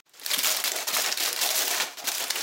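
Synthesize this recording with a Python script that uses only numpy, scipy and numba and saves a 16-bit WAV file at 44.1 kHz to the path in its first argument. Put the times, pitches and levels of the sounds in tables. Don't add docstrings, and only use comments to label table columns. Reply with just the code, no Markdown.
import sys
import numpy as np
from scipy import signal
from scipy.fft import rfft, irfft
from scipy.io import wavfile
from numba import njit

SR = 44100
rng = np.random.default_rng(int(sys.argv[2]) if len(sys.argv) > 2 else 0)


def gain_from_decibels(decibels):
    exponent = np.asarray(decibels, float) / 20
    return 10 ** exponent


def waveform_to_disk(signal):
    frames = np.transpose(np.atleast_2d(signal))
    scaled = np.clip(frames, -1, 1) * 32767
    samples = np.round(scaled).astype(np.int16)
    wavfile.write(sys.argv[1], SR, samples)


N = 107074


def curve(table, hz):
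    return np.interp(np.log(hz), np.log(np.array(table)[:, 0]), np.array(table)[:, 1])


def unit(x):
    return x / np.sqrt(np.mean(x ** 2))


def shape(t, start, hold, attack, release):
    rise = np.clip((t - start) / attack, 0, 1)
    return rise * np.exp(-np.maximum(t - start - hold, 0) / release)


@njit
def rings(n, at, turn, fade, size):
    out = np.zeros(n)
    for g in range(len(at)):
        step = np.exp(1j * turn[g] - fade[g])
        z = size[g] + 0j
        for i in range(int(at[g]), min(n, int(at[g] + 5 / fade[g]))):
            z *= step
            out[i] += z.imag
    return out


def ring(s, hz, cycles, size):
    hz = np.clip(hz, 60, .45 * SR).ravel()
    at = np.maximum(s.ravel() * SR, 0)
    fade = np.pi * hz / (cycles.ravel() * SR)
    return rings(N, at, 2 * np.pi * hz / SR, fade, size.ravel())


BUCKLES_PER_S, PARTIALS = 5000, 4
BUCKLE_SCATTER_DB, SURGE_DB, BUCKLE_SPREAD_S = 0.4, 0.54, .0007
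BUCKLE_CYCLES, BUCKLE_RING_SPREAD = 7.1, 0.52
PULL_ATTACK_S, PULL_RELEASE_S = 0.0029, .013
# frequency in Hz, level in dB per Hz.
FOIL = [(90, -81), (280, -4.5), (700, -4), (2000, -1.5), (4600, -0.5), (7000, -1.5), (9000, -11),
        (15500, -8)]
# start in seconds, hold in seconds, level in dB, brightness in dB per octave.
PULLS = [(0.134, 0.09, -48.5, -1), (0.211, 0.045, -42, -1), (0.271, 0.042, -31, 1), (0.303, 0.065, -29, 0),
         (0.376, 0.035, -28, 2), (0.429, 0.021, -24.5, 3.5), (0.45, .04, -21.5, 1.5),
         (0.501, 0.022, -23.5, 3.5), (0.532, 0.085, -30, 0), (0.232, 0.028, -39, 4),
         (0.641, 0.049, -24.5, 1.5), (0.73, 0.044, -31.5, -1.5), (0.753, 0.076, -29.5, 0),
         (0.868, 0.046, -27, -0.3), (0.925, 0.035, -24.5, 2), (0.965, 0.038, -23, 1.3),
         (1.014, 0.011, -25.5, 3), (1.036, 0.058, -26, -0.5), (1.108, 0.034, -33, 1),
         (1.168, 0.044, -31.5, 0.5), (1.197, 0.042, -23.5, 2), (1.248, 0.044, -24, 0.8),
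         (1.3, 0.053, -36.5, -2), (1.365, 0.068, -30.5, -.1), (1.409, 0.064, -23.5, 2),
         (1.493, 0.074, -27, 1), (1.553, 0.024, -30, 9), (1.574, 0.059, -25.5, 2.5),
         (1.646, 0.031, -28.5, 3.8), (1.671, 0.022, -26, 0.2), (1.703, 0.082, -25, 0.3),
         (1.796, 0.034, -24.5, -1), (1.838, 0.045, -39, -3), (1.906, 0.032, -43.5, -0.5),
         (1.969, 0.034, -35.5, 0.1), (2.016, 0.038, -43, -3), (2.04, 0.033, -33, 0.5),
         (2.069, 0.02, -23, 1.5), (2.114, 0.084, -31, 2.5), (2.191, 0.054, -29, -1), (2.259, 0.18, -34, 0),
         (2.356, 0.058, -28, -0.3)]


def crumple():
    count = BUCKLES_PER_S * N // SR
    s = rng.uniform(0, N / SR, (count, 1))
    hz = 90 * (16000 / 90) ** rng.uniform(0, 1, (count, PARTIALS)) ** .5

    surge = np.repeat(rng.standard_normal(N // 200 + 1), 200)[(s * SR).astype(int)]
    buckle_db = BUCKLE_SCATTER_DB * rng.exponential(1, (count, 1)) + SURGE_DB * surge
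    size = gain_from_decibels(buckle_db) * rng.standard_normal(hz.shape)
    cycles = BUCKLE_CYCLES * np.exp(BUCKLE_RING_SPREAD * rng.standard_normal(hz.shape))

    size = size * gain_from_decibels(curve(FOIL, hz)) * hz / np.sqrt(cycles * np.log(hz / 89))
    energy = size ** 2 * cycles * SR / (4 * np.pi * hz)
    size = size / np.sqrt(np.sum(energy) / N)
    s = s + BUCKLE_SPREAD_S * np.abs(rng.standard_normal(hz.shape))

    pull_power = 0
    for start, hold, db, tilt in PULLS:
        force = shape(s, start, hold, PULL_ATTACK_S, PULL_RELEASE_S)
        pull_power = pull_power + (gain_from_decibels(db + tilt * np.log2(hz / 4000)) * force) ** 2
    return ring(s, hz, cycles, size * np.sqrt(pull_power))


SNAP_SPREAD_S, SNAP_CYCLES, SNAP_WIDTH_OCT, CRACK_LOW_HZ = .0006, 12.4, .36, 1400
SNAP_DB, SNAP_TREBLE_DB, SNAP_WIDE_DB, SNAP_EDGE_DB = -11, 11, -6.5, 9


def creases(table, treble_db, lasts):
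    s, db, pitch = table[:3]
    order = np.arange(60)
    chance = rng.standard_normal((len(s), 4, len(order)))
    share = (order + rng.uniform(0, 1, (len(s), len(order)))) / len(order)
    is_panel, is_spray = order % 3 == 0, order % 3 == 1

    offset = 2 * share - 1
    panel_hz = pitch * 2 ** (SNAP_WIDTH_OCT * offset)
    spray_hz = 8000 * (1 + share)
    crack_hz = CRACK_LOW_HZ + (8000 - CRACK_LOW_HZ) * share
    hz = np.where(is_panel, panel_hz, np.where(is_spray, spray_hz, crack_hz))

    panel_db = -SNAP_EDGE_DB * offset ** 2
    part_db = np.where(is_panel, panel_db, np.where(is_spray, treble_db + SNAP_TREBLE_DB, SNAP_WIDE_DB))
    gain_db = db + SNAP_DB + part_db + chance[:, 3]
    cycles = SNAP_CYCLES * np.sqrt(hz / 4000) * np.exp(0.2 * chance[:, 1])
    late = SNAP_SPREAD_S * chance[:, 2] ** 2 + lasts * rng.uniform(0, 1, share.shape)
    return ring(s + late, hz, cycles, gain_from_decibels(gain_db) * np.sign(chance[:, 1]))


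RUN_TREBLE_DB, RUN_DB = -12.5, 2
# time in seconds, peak in dB, panel pitch in Hz, treble share in dB.
SNAPS_EARLY = [(0.0946, -47, 7800, -8), (0.197, -27, 10400, -18), (0.2494, -23, 7800, -19),
               (0.2624, -13, 5030, -11.5), (0.3035, -18, 2190, -20), (0.3131, -8, 4350, -24),
               (0.384, -14.5, 12500, -7), (0.3903, -9.5, 4740, -11.5), (.422, -19, 4950, -14),
               (0.4457, -9, 2780, -17), (.4578, -13, 4460, -16), (0.472, -14, 6800, -10),
               (.482, -18, 4970, -4), (.5475, -16, 5200, -23), (.659, -12.5, 4760, -22),
               (.787, -20, 2600, -20), (0.8774, -15, 7240, -13), (.991, -25, 794, -23),
               (1.0135, -16, 6540, -23), (1.075, -22, 1850, -23), (1.09, -22, 2100, -17),
               (0.5666, -13.5, 13900, -6.5), (0.5711, -12, 4750, -19), (0.6, -18, 4460, -10),
               (0.6398, -12.5, 1990, -7.5), (0.7179, -8, 7260, -20), (.7625, -17.5, 7000, -7),
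               (0.9666, -9.5, 2140, -25), (.967, -13.5, 1180, -28), (1.021, -16, 7400, -7),
               (1.044, -13.5, 3300, -24), (1.0613, -7.5, 5500, -27), (1.1174, -11.5, 4420, -23),
               (1.1247, -6.5, 5500, -28), (1.1739, -13.5, 4330, -12)]
SNAPS_LATE = [(1.184, -18, 3000, -15), (1.2028, -17, 4500, -14), (1.2503, -21, 2620, -11),
              (1.376, -19, 2800, -25), (1.3905, -14.5, 4730, -18), (1.544, -15, 4970, -20),
              (1.654, -17.5, 6500, -14), (1.9803, -30, 5750, -18.5), (2.082, -18.5, 6230, -10.5),
              (2.171, -21, 4000, -20), (2.225, -24, 6000, -4), (1.808, -17.5, 915, -30),
              (1.237, -25, 3080, -4), (1.2598, -11.5, 3980, -19), (1.3288, -13, 5400, -10.5),
              (1.3626, -13.5, 4840, -14), (1.49, -9.5, 3700, -17), (1.504, -12, 5300, -13),
              (1.552, -19, 7300, -23), (1.68, -22, 4900, -0.5), (1.712, -13, 5400, -11),
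              (1.7996, -9, 2020, -40), (1.8057, -9, 3880, -26), (2.0536, -23, 5000, -15),
              (2.0768, -28, 6060, -32), (2.0872, -15.5, 5400, -21), (2.1175, -13, 5540, -15),
              (2.1818, -18, 3100, -8), (2.2397, -15.5, 4670, -14), (2.2813, -30, 3500, -2),
              (2.303, -13.5, 4250, -14), (2.3061, -5, 5630, -18), (2.3645, -26, 1400, -17)]
# start in seconds, level in dB, pitch in Hz, length in seconds.
RUNS = [(.334, -7, 3480, .012), (.316, -16, 4500, 0.0054), (.489, -14, 3630, .006),
        (1.457, -13.5, 4200, .008), (1.582, -19, 4440, .01), (1.604, -17, 2980, .008),
        (1.619, -15.5, 5900, .006), (1.507, -12.5, 5460, .01), (1.231, -16, 4550, .008),
        (.431, -15, 7050, .007), (.508, -13.5, 6200, .01), (.668, -14, 4340, 0.013),
        (0.877, -12.5, 6360, 0.012), (.938, -12, 3880, .014), (1.273, -17.5, 1460, 0.0049),
        (1.414, -11.5, 4500, 0.011), (1.428, -11.5, 3400, 0.0078), (1.742, -17.5, 1360, .012),
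        (1.817, -16, 3470, 0.013), (2.147, -15.5, 5740, 0.0065), (2.2, -14.5, 2970, .013),
        (2.355, -16, 2800, 0.0073), (2.419, -11, 5400, 0.0091)]


def snaps():
    single = np.array(SNAPS_EARLY + SNAPS_LATE).T[:, :, None]
    runs = np.array(RUNS).T[:, :, None]
    return creases(single, single[3], 0) + gain_from_decibels(RUN_DB) * creases(runs, RUN_TREBLE_DB, runs[3])


FLEX_ATTACK_S, FLEX_RELEASE_S = 0.0049, .025
SKIN_CYCLES, SKIN_BEND_OCT, SKIN_FOCUS_DB = 42.6, .015, 26
# frequency in Hz, level in dB.
SKIN = [(280, 2.5), (375, -1.5), (480, -4.5), (630, 7), (715, 8.5), (810, 7.5)]
# start in seconds, hold in seconds, level in dB,
# pitch of the part that moves most in Hz.
FLEXES = [(0.285, 0.081, -44, 520), (0.465, 0.046, -37.5, 627), (0.549, 0.032, -43, 600),
          (0.706, 0.0126, -25, 554), (0.736, 0.039, -37, 626), (0.934, 0.061, -37, 715),
          (1.057, .05, -38.5, 745), (1.202, 0.01524, -32, 616), (1.24, 0.068, -38.5, 500),
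          (1.409, 0.045, -37, 720), (1.485, 0.049, -41, 640), (1.567, .05, -31, 394),
          (1.586, .03, -37.5, 740), (1.667, .1, -41, 754), (1.826, 0.053, -47, 710),
          (1.978, .04, -44.5, 740), (2.08, 0.025, -42, 727), (2.179, .04, -41, 684),
          (2.326, 0.064, -45.5, 382)]


def skin():
    start, hold, db, centre_hz = np.array(FLEXES).T[:, :, None]
    share = rng.uniform(0, 1, (len(start), 120))
    chance = rng.standard_normal((len(start), 2, 120))
    mode_hz, mode_db = np.tile(np.array(SKIN).T, 20)
    span = hold + 3 * FLEX_RELEASE_S
    s = start + span * share
    hz = mode_hz * 2 ** (SKIN_BEND_OCT * chance[:, 0])
    gain_db = db + mode_db - SKIN_FOCUS_DB * np.abs(np.log2(hz / centre_hz))
    force = shape(s, start, hold, FLEX_ATTACK_S, FLEX_RELEASE_S)
    size = gain_from_decibels(gain_db) * force * np.sqrt(span / .5) * chance[:, 1]
    return ring(s, hz, SKIN_CYCLES + 0 * hz, size)


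KNOCK_CYCLES = 4.2
# time in seconds, level in dB, pitch in Hz.
KNOCKS = [
    (0.371, -35.5, 280),
    (1.804, -52, 140),
    (2.032, -43.5, 274),
    (2.074, -43, 303),
    (.67, -49, 292),
    (0.93, -40, 300),
    (1.421, -40.5, 307),
    (2.416, -51.5, 149),
]


def knocks():
    s, db, pitch = np.array(KNOCKS).T[:, :, None]
    chance = rng.standard_normal((len(s), 2, 6))
    hz = pitch * 2 ** (.5 * chance[:, 0] * (np.arange(6) > 1))
    late = 0.00604 * np.abs(chance[:, 1])
    return ring(s + late, hz, KNOCK_CYCLES + 0 * hz, gain_from_decibels(db) + 0 * hz)


def tail(x, t60, t60_top, delay, size):
    t, hop = np.arange(size) / SR, 512
    blocks = np.pad(x, (0, -N % hop)).reshape(-1, hop)
    noise = rng.standard_normal((len(blocks), size))
    low = signal.sosfilt(signal.butter(1, 7000, fs=SR, output="sos"), noise)
    response = low * gain_from_decibels(-60 * t / t60) + (noise - low) * gain_from_decibels(-60 * t / t60_top)
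    response = response * np.clip(t / delay, 0, 1)
    response = response / np.sqrt(np.mean(np.sum(response ** 2, axis=1)))
    wet = signal.fftconvolve(blocks, response, axes=1)
    at = np.arange(len(blocks))[:, None] * hop + np.arange(wet.shape[1])
    return np.bincount(at.ravel(), wet.ravel())[:N]


AIR_DB, AIR_TILT_DB = -61, -2
RUMBLE_HZ, RUMBLE_DB = 130, -77.5


def air():
    hz = np.maximum(np.fft.rfftfreq(N, 1 / SR), 20)

    def noise(db):
        return unit(irfft(rfft(rng.standard_normal(N)) * gain_from_decibels(db), N))

    hush = noise(curve(FOIL, hz) + AIR_TILT_DB * np.log2(hz / 4000))
    rumble = noise(-9 * np.abs(np.log2(hz / RUMBLE_HZ)))
    return gain_from_decibels(AIR_DB) * hush + gain_from_decibels(RUMBLE_DB) * rumble


SHEET_CUT_HZ = 326
SHIMMER_DB, SHIMMER_T60_S = -9, 0.033
ROOM_DB, ROOM_T60_S, ROOM_T60_TOP_S, ROOM_DELAY_S = -9.5, .45, .36, .01


def scene():
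    small_sheet = signal.butter(2, SHEET_CUT_HZ, "highpass", fs=SR, output="sos")
    foil = signal.sosfilt(small_sheet, crumple() + snaps() + skin())
    shimmer = gain_from_decibels(SHIMMER_DB) * tail(foil, SHIMMER_T60_S, SHIMMER_T60_S, 0.0029, size=4096)
    near = foil + shimmer + knocks()
    room = gain_from_decibels(ROOM_DB) * tail(near, ROOM_T60_S, ROOM_T60_TOP_S, ROOM_DELAY_S, size=14000)
    return (near + room + air())[None]


def low_pass(x):
    return signal.sosfilt(signal.butter(12, 16840, fs=SR, output="sos"), x)


LOW_CUT_HZ, TOP_HZ = 140, 15900
# time in seconds, gain in dB.
GATE = [(0, 15.5), (.0035, 9), (.0045, -16), (.02, -38), (.03, -52), (.046, -38), (.058, -15), (.064, -3)]


def record(dry):
    gate = gain_from_decibels(np.interp(np.arange(N) / SR, *np.array(GATE).T))
    low_cut = signal.butter(2, LOW_CUT_HZ, "highpass", fs=SR, output="sos")
    top_cut = signal.ellip(10, .2, 60, TOP_HZ, fs=SR, output="sos")
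    gated = signal.sosfilt(low_cut, dry) * gate
    mix = signal.sosfilt(top_cut, gated)
    return low_pass(mix)


dry = scene()
out = record(dry)
waveform_to_disk(out)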